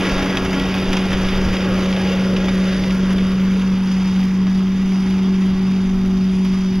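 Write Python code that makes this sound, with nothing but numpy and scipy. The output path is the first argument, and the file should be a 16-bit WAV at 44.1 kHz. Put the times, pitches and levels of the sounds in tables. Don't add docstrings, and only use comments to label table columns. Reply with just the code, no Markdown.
import sys
import numpy as np
from scipy import signal
from scipy.fft import irfft, next_fast_len
from scipy.io import wavfile
from scipy.ndimage import uniform_filter1d

SR = 44100
rng = np.random.default_rng(int(sys.argv[2]) if len(sys.argv) > 2 else 0)


def pcm_store(signal):
    levels = np.round(np.clip(np.atleast_2d(signal), -1, 1) * 32767)
    wavfile.write(sys.argv[1], SR, levels.astype(np.int16).T)


def voltage_ratio(decibels):
    exponent = np.asarray(decibels, float) / 20
    return 10 ** exponent


N = 299859

# start_s, distance_m
PATH = [
    (0, 2.05),
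    (.4, 2.93),
    (1, 3.33),
    (1.8, 3.54),
    (2.6, 4.5),
    (3.3, 5.25),
    (3.8, 7.6),
    (4.5, 8.7),
    (5.5, 8.7),
    (6.8, 13.8),
]
PUMP_PER_HUM = 1.4704


def unit_rms(x):
    return x / np.sqrt(np.mean(x ** 2))


def columns(table):
    s, *rest = np.transpose(table)
    return [np.interp(np.arange(N) / SR, s, c) for c in rest]


def walk(rate_hz):
    hold = int(SR / rate_hz)
    steps = np.repeat(rng.standard_normal(N // hold + 1), hold)
    smooth = uniform_filter1d(uniform_filter1d(steps, hold), hold)
    return unit_rms(smooth[:N])


def band(hz, octaves, colour=((1, 0), (2, 0))):
    size = next_fast_len(N)
    f = np.arange(1, size // 2 + 2) * SR / size
    colour_hz, colour_db = np.transpose(colour)
    shape = np.cos(np.pi / 2 * np.clip(np.log2(f / hz) / octaves, -1, 1))
    shape *= voltage_ratio(np.interp(np.log(f), np.log(colour_hz), colour_db))
    phases = np.exp(2j * np.pi * rng.random(len(f)))
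    return irfft(np.sqrt(size) * shape * phases, size)[:N]


def strikes(times, sizes, rise_s, decay_s):
    kicks = np.bincount(np.clip(np.asarray(times) * SR, 0, N - 1).astype(int), sizes, N)
    rise = np.exp(-1 / (rise_s * SR))
    decay = np.exp(-1 / (decay_s * SR))
    return signal.lfilter([1 - rise], np.convolve([1, -rise], [1, -decay]), kicks)


def tone(cycles, rms_db):
    return np.sqrt(2) * voltage_ratio(rms_db) * np.sin(2 * np.pi * (cycles + rng.random()))


def bump(at_s, width_s):
    return np.exp(-((np.arange(N) / SR - at_s) / width_s) ** 2)


def spreading_db():
    return 20 * np.log10(columns(PATH)[0] / 5)


def heard_db(at_5m_db, loss):
    return at_5m_db - loss * spreading_db()


def wind():
    # peak_s, thump_db, flutter_db
    gust_table = [(.15, -23, -34), (.42, -31, -34), (.89, -26, -27), (1.1, -36, -28), (1.21, -21, -28),
                  (1.38, -21, -24), (1.48, -26, -17), (1.73, -28, -25), (1.89, -36, -33), (2.37, -32, -27),
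                  (2.55, -38, -34), (3.05, -33, -33), (3.22, -31, -35), (3.35, -47, -35), (3.52, -43, -32),
                  (3.8, -39, -41), (4.51, -42, -38), (4.83, -36, -43), (5.55, -35, -39), (5.9, -30, -36),
                  (5.97, -30, -42), (6.1, -32, -37), (6.52, -32, -35), (6.63, -29, -41), (6.8, -34, -37)]
    thump = voltage_ratio(heard_db(-38.5, .3))
    flutter = voltage_ratio(heard_db(-34, .41))
    for s, thump_db, flutter_db in gust_table:
        shape = bump(s, .056)
        thump += voltage_ratio(thump_db) * shape
        flutter += voltage_ratio(flutter_db - 9.5) * shape
    flutter *= voltage_ratio(walk(16))
    return thump * unit_rms(band(15, 2.33)) + flutter * unit_rms(band(74.4, 1.32))


def chute():
    roar_db = -59 + 26 * bump(1.94, 1.5)
    return voltage_ratio(roar_db + 2 * walk(16)) * unit_rms(band(506, .33))


def clanks():
    # start_s, peak_db, low_ring_db, top_db
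    strike_table = [(0.0503, -11.5, -24, -47), (0.0944, -12, -44, -45), (0.3702, -8, -21, -33),
                    (0.4473, -24, -21, -34), (0.5284, -22, -22, -35), (0.5965, -12, -30, -34),
                    (0.74, -14, -28, -38), (0.929, -12, -17.5, -32.5), (0.9672, -12, -19.5, -36),
                    (1.114, -15, -25, -42), (1.1286, -14.5, -22, -33), (1.2445, -17.5, -30, -47),
                    (1.2844, -13, -28, -38), (1.53, -27, -22, -44), (1.566, -11.5, -31, -39),
                    (1.6037, -19, -26, -42), (1.926, -14, -30, -44.5), (1.963, -13, -31, -43),
                    (2.363, -13, -27, -41), (2.483, -11, -21.5, -56), (2.7294, -19, -34, -47),
                    (2.836, -15.5, -34, -47), (2.904, -16.5, -26.5, -48), (3.103, -22, -26, -43),
                    (3.1807, -18, -27, -43), (3.6154, -21.5, -30, -56), (4.209, -23, -40, -46),
                    (4.467, -22.5, -30, -51), (4.919, -25, -36, -43), (6.4494, -26, -31, -40)]
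    s, peak_db, low_db, top_db = np.transpose(strike_table)
    ring = strikes(s, voltage_ratio(low_db - .5), rise_s=.0013, decay_s=.014) * unit_rms(band(980, 3.09))
    crack = strikes(s, voltage_ratio(peak_db - 7.5), rise_s=.001, decay_s=.0051) * unit_rms(band(2980, 1.04))
    top_noise = unit_rms(band(9500, 1, ((9000, 0), (15000, -5))))
    top = strikes(s, voltage_ratio(top_db + 1.5), rise_s=.001, decay_s=.003) * top_noise
    return ring + crack + top


def knock(cycles):
    cylinder_db = (4, -2.5, -3.5)
    firing = np.floor(3 * cycles + 2.65).astype(int)
    at = np.flatnonzero(np.diff(firing))
    scatter_db = 4 * rng.standard_normal(N // 300)[:len(at)]
    sizes = voltage_ratio(np.array(cylinder_db)[firing[at] % 3] + scatter_db)
    return strikes(at / SR, sizes, rise_s=.0072, decay_s=.0056)


def rush(knocks, rows):
    centre_hz = (450, 1100, 2700, 7000)
    loss_share = (0.92, 0.76, 0.98, 0.64)
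    # frequency_hz, density_db
    flow_colour = [(60, 1), (150, 19), (300, 17.5), (450, 13), (600, 10.5), (700, 7.5), (3000, 0),
                   (4900, 0), (5100, -4.5), (6500, -10.5), (7500, -21), (10000, -15), (11500, -27),
                   (13500, -20), (15000, -23)]
    # start_s, load_db
    grass = [(0, 0), (.34, -0.5), (.7, -0.5), (1.2, 0.5), (1.7, -1), (2.1, 1), (2.3, -0.5), (2.6, 1.5),
             (3.0, -1), (3.7, -1), (4.1, 2), (4.45, -1.5), (4.8, 0.5), (5.4, 0), (5.9, 0.5), (6.2, 0),
             (6.5, 2.5), (6.8, 2)]
    curves = -np.outer(loss_share, spreading_db())
    curves -= curves.mean(1, keepdims=True)

    metres, = columns(PATH)
    dip_hz = np.interp(metres, (3.4, 9), (930, 524))
    dip_db = np.interp(metres, (3, 5.5), (0, 9.5))

    clipping_sizes = voltage_ratio(2.4 * rng.exponential(size=2400))
    clippings = strikes(rng.random(2400) * N / SR, clipping_sizes, rise_s=.00027, decay_s=.0015)
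    shake = .68 * knocks + .1 * np.cos(2 * np.pi * rows) + .15 * clippings
    load = walk(6.6) + 2 * columns(grass)[0]

    air = np.zeros(N)
    for hz in 63 * 2 ** np.arange(0, 8.1, 1 / 3):
        place = np.interp(np.log(hz), np.log(centre_hz), np.arange(4))
        db = np.maximum(1 - abs(place - np.arange(4)), 0) @ curves
        upper = np.clip(np.log2(hz / 600) / 1.87, 0, 1)
        upper *= np.interp(hz, (8000, 13000), (1, .55))
        db = db * np.clip(hz / 420, 0, 1) + 1.03 * walk(15)
        db += .5 * upper * load
        db -= dip_db * np.exp(-(np.log2(hz / dip_hz) / .25) ** 2)
        db -= .23 * dip_db * np.exp(-(np.log2(hz / (3 * dip_hz)) / .14) ** 2)
        air += voltage_ratio(db) * (1 + upper * shake) * band(hz, 1 / 3, flow_colour)
    air -= .24 * signal.lfilter(*signal.iirpeak(1740, 7, SR), air)
    return voltage_ratio(-29) * air


def pump(rows):
    # multiple, level_db
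    harmonics = [(3, 0), (4, -.5), (5, 1), (6, .5), (7, 0), (8, -3), (9, -2), (10, .5), (11, -2), (12, -6)]
    tooth_db = heard_db(-44.5, .9) + 13 * bump(.47, .55)
    second_db = heard_db(-51, 1.1) + 15 * bump(2.24, 1.14)
    overtone_db = heard_db(-46.5, 1.36)

    mesh = PUMP_PER_HUM * rows
    teeth = mesh + .05 * walk(18) + .012 * walk(70)
    whine = tone(teeth + .05 * walk(20), tooth_db - .6 + 1.8 * walk(24))
    whine += tone(2 * teeth + .07 * walk(25), second_db - 4.5 + 3 * walk(22))
    for multiple, db in harmonics:
        whine += tone(int(multiple) * teeth + .08 * walk(30), overtone_db + db - 3.5 + 3 * walk(24))
    return whine, mesh / 11


def rotor():
    # start_s, hum_hz, hum_db
    hum_curve = [(0, 189.2, -23), (.4, 188.3, -22.5), (.8, 188.8, -19.5), (1.3, 188.7, -20),
                 (1.7, 187.7, -19.5), (2.2, 188.2, -17.6), (2.6, 187.8, -16.8), (3.1, 188.4, -16.6),
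                 (3.6, 189.0, -16), (4.15, 187.8, -15.6), (4.45, 188.5, -15.2), (4.8, 189.6, -16),
                 (5.2, 189.5, -15.2), (5.55, 188.9, -16), (6, 188.9, -15.7), (6.25, 188.4, -15.2),
                 (6.8, 188.2, -16.2)]
    hum_hz, hum_db = columns(hum_curve)
    fifth_db = heard_db(-40.5, -.58)
    shaft_db = heard_db(-34.5, .25)
    eighth_db = heard_db(-36, .19) - 11 * bump(4.17, .71)

    turns = np.cumsum(hum_hz * (1 + .001 * walk(25))) / SR / 4
    rows = 4 * turns
    hum = tone(rows, hum_db + .55 * walk(24) + .4 * walk(8))
    fifth = tone(5 * turns, fifth_db + 3 * walk(9))
    eighth = tone(8 * turns, eighth_db + 1.3 * walk(12))
    shaft = tone(turns, shaft_db + 4 * walk(11))
    return hum + voltage_ratio(-.7) * fifth + voltage_ratio(2.3) * eighth + voltage_ratio(-2.5) * shaft, rows


def scene():
    hum, rows = rotor()
    whine, cycles = pump(rows)
    sound = wind() + chute() + clanks() + rush(knock(cycles), rows) + whine + hum
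    return np.array([sound, sound])


def low_pass(x):
    return signal.sosfilt(signal.butter(12, 15730, fs=SR, output="sos"), x)


def record(dry):
    # frequency_hz, width_hz
    nulls = [(4200, 980), (7760, 690), (7980, 910), (8800, 880), (12560, 420), (12680, 670)]
    x = dry[0]
    treble = signal.sosfilt(signal.butter(2, 8000, "high", fs=SR, output="sos"), x)
    stray = voltage_ratio(-5) * treble * np.array([walk(250), walk(250)])

    late = np.r_[x[0], x[:-1]]
    middle = (late + x) / 2
    side = (late - x) / 2
    low_side = signal.sosfiltfilt(signal.butter(2, (215, 1650), "band", fs=SR, output="sos"), side)
    dropped = np.clip(.9 + .6 * walk(20), 0, 1)
    mix = middle + np.outer([1, -1], side - dropped * low_side) + stray

    for hz, width_hz in nulls:
        mix = signal.lfilter(*signal.iirnotch(hz, hz / width_hz, SR), mix)
    mix = signal.sosfilt(signal.ellip(8, .2, 70, 15030, fs=SR, output="sos"), mix)
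    return low_pass(mix)


dry = scene()
out = record(dry)
pcm_store(out)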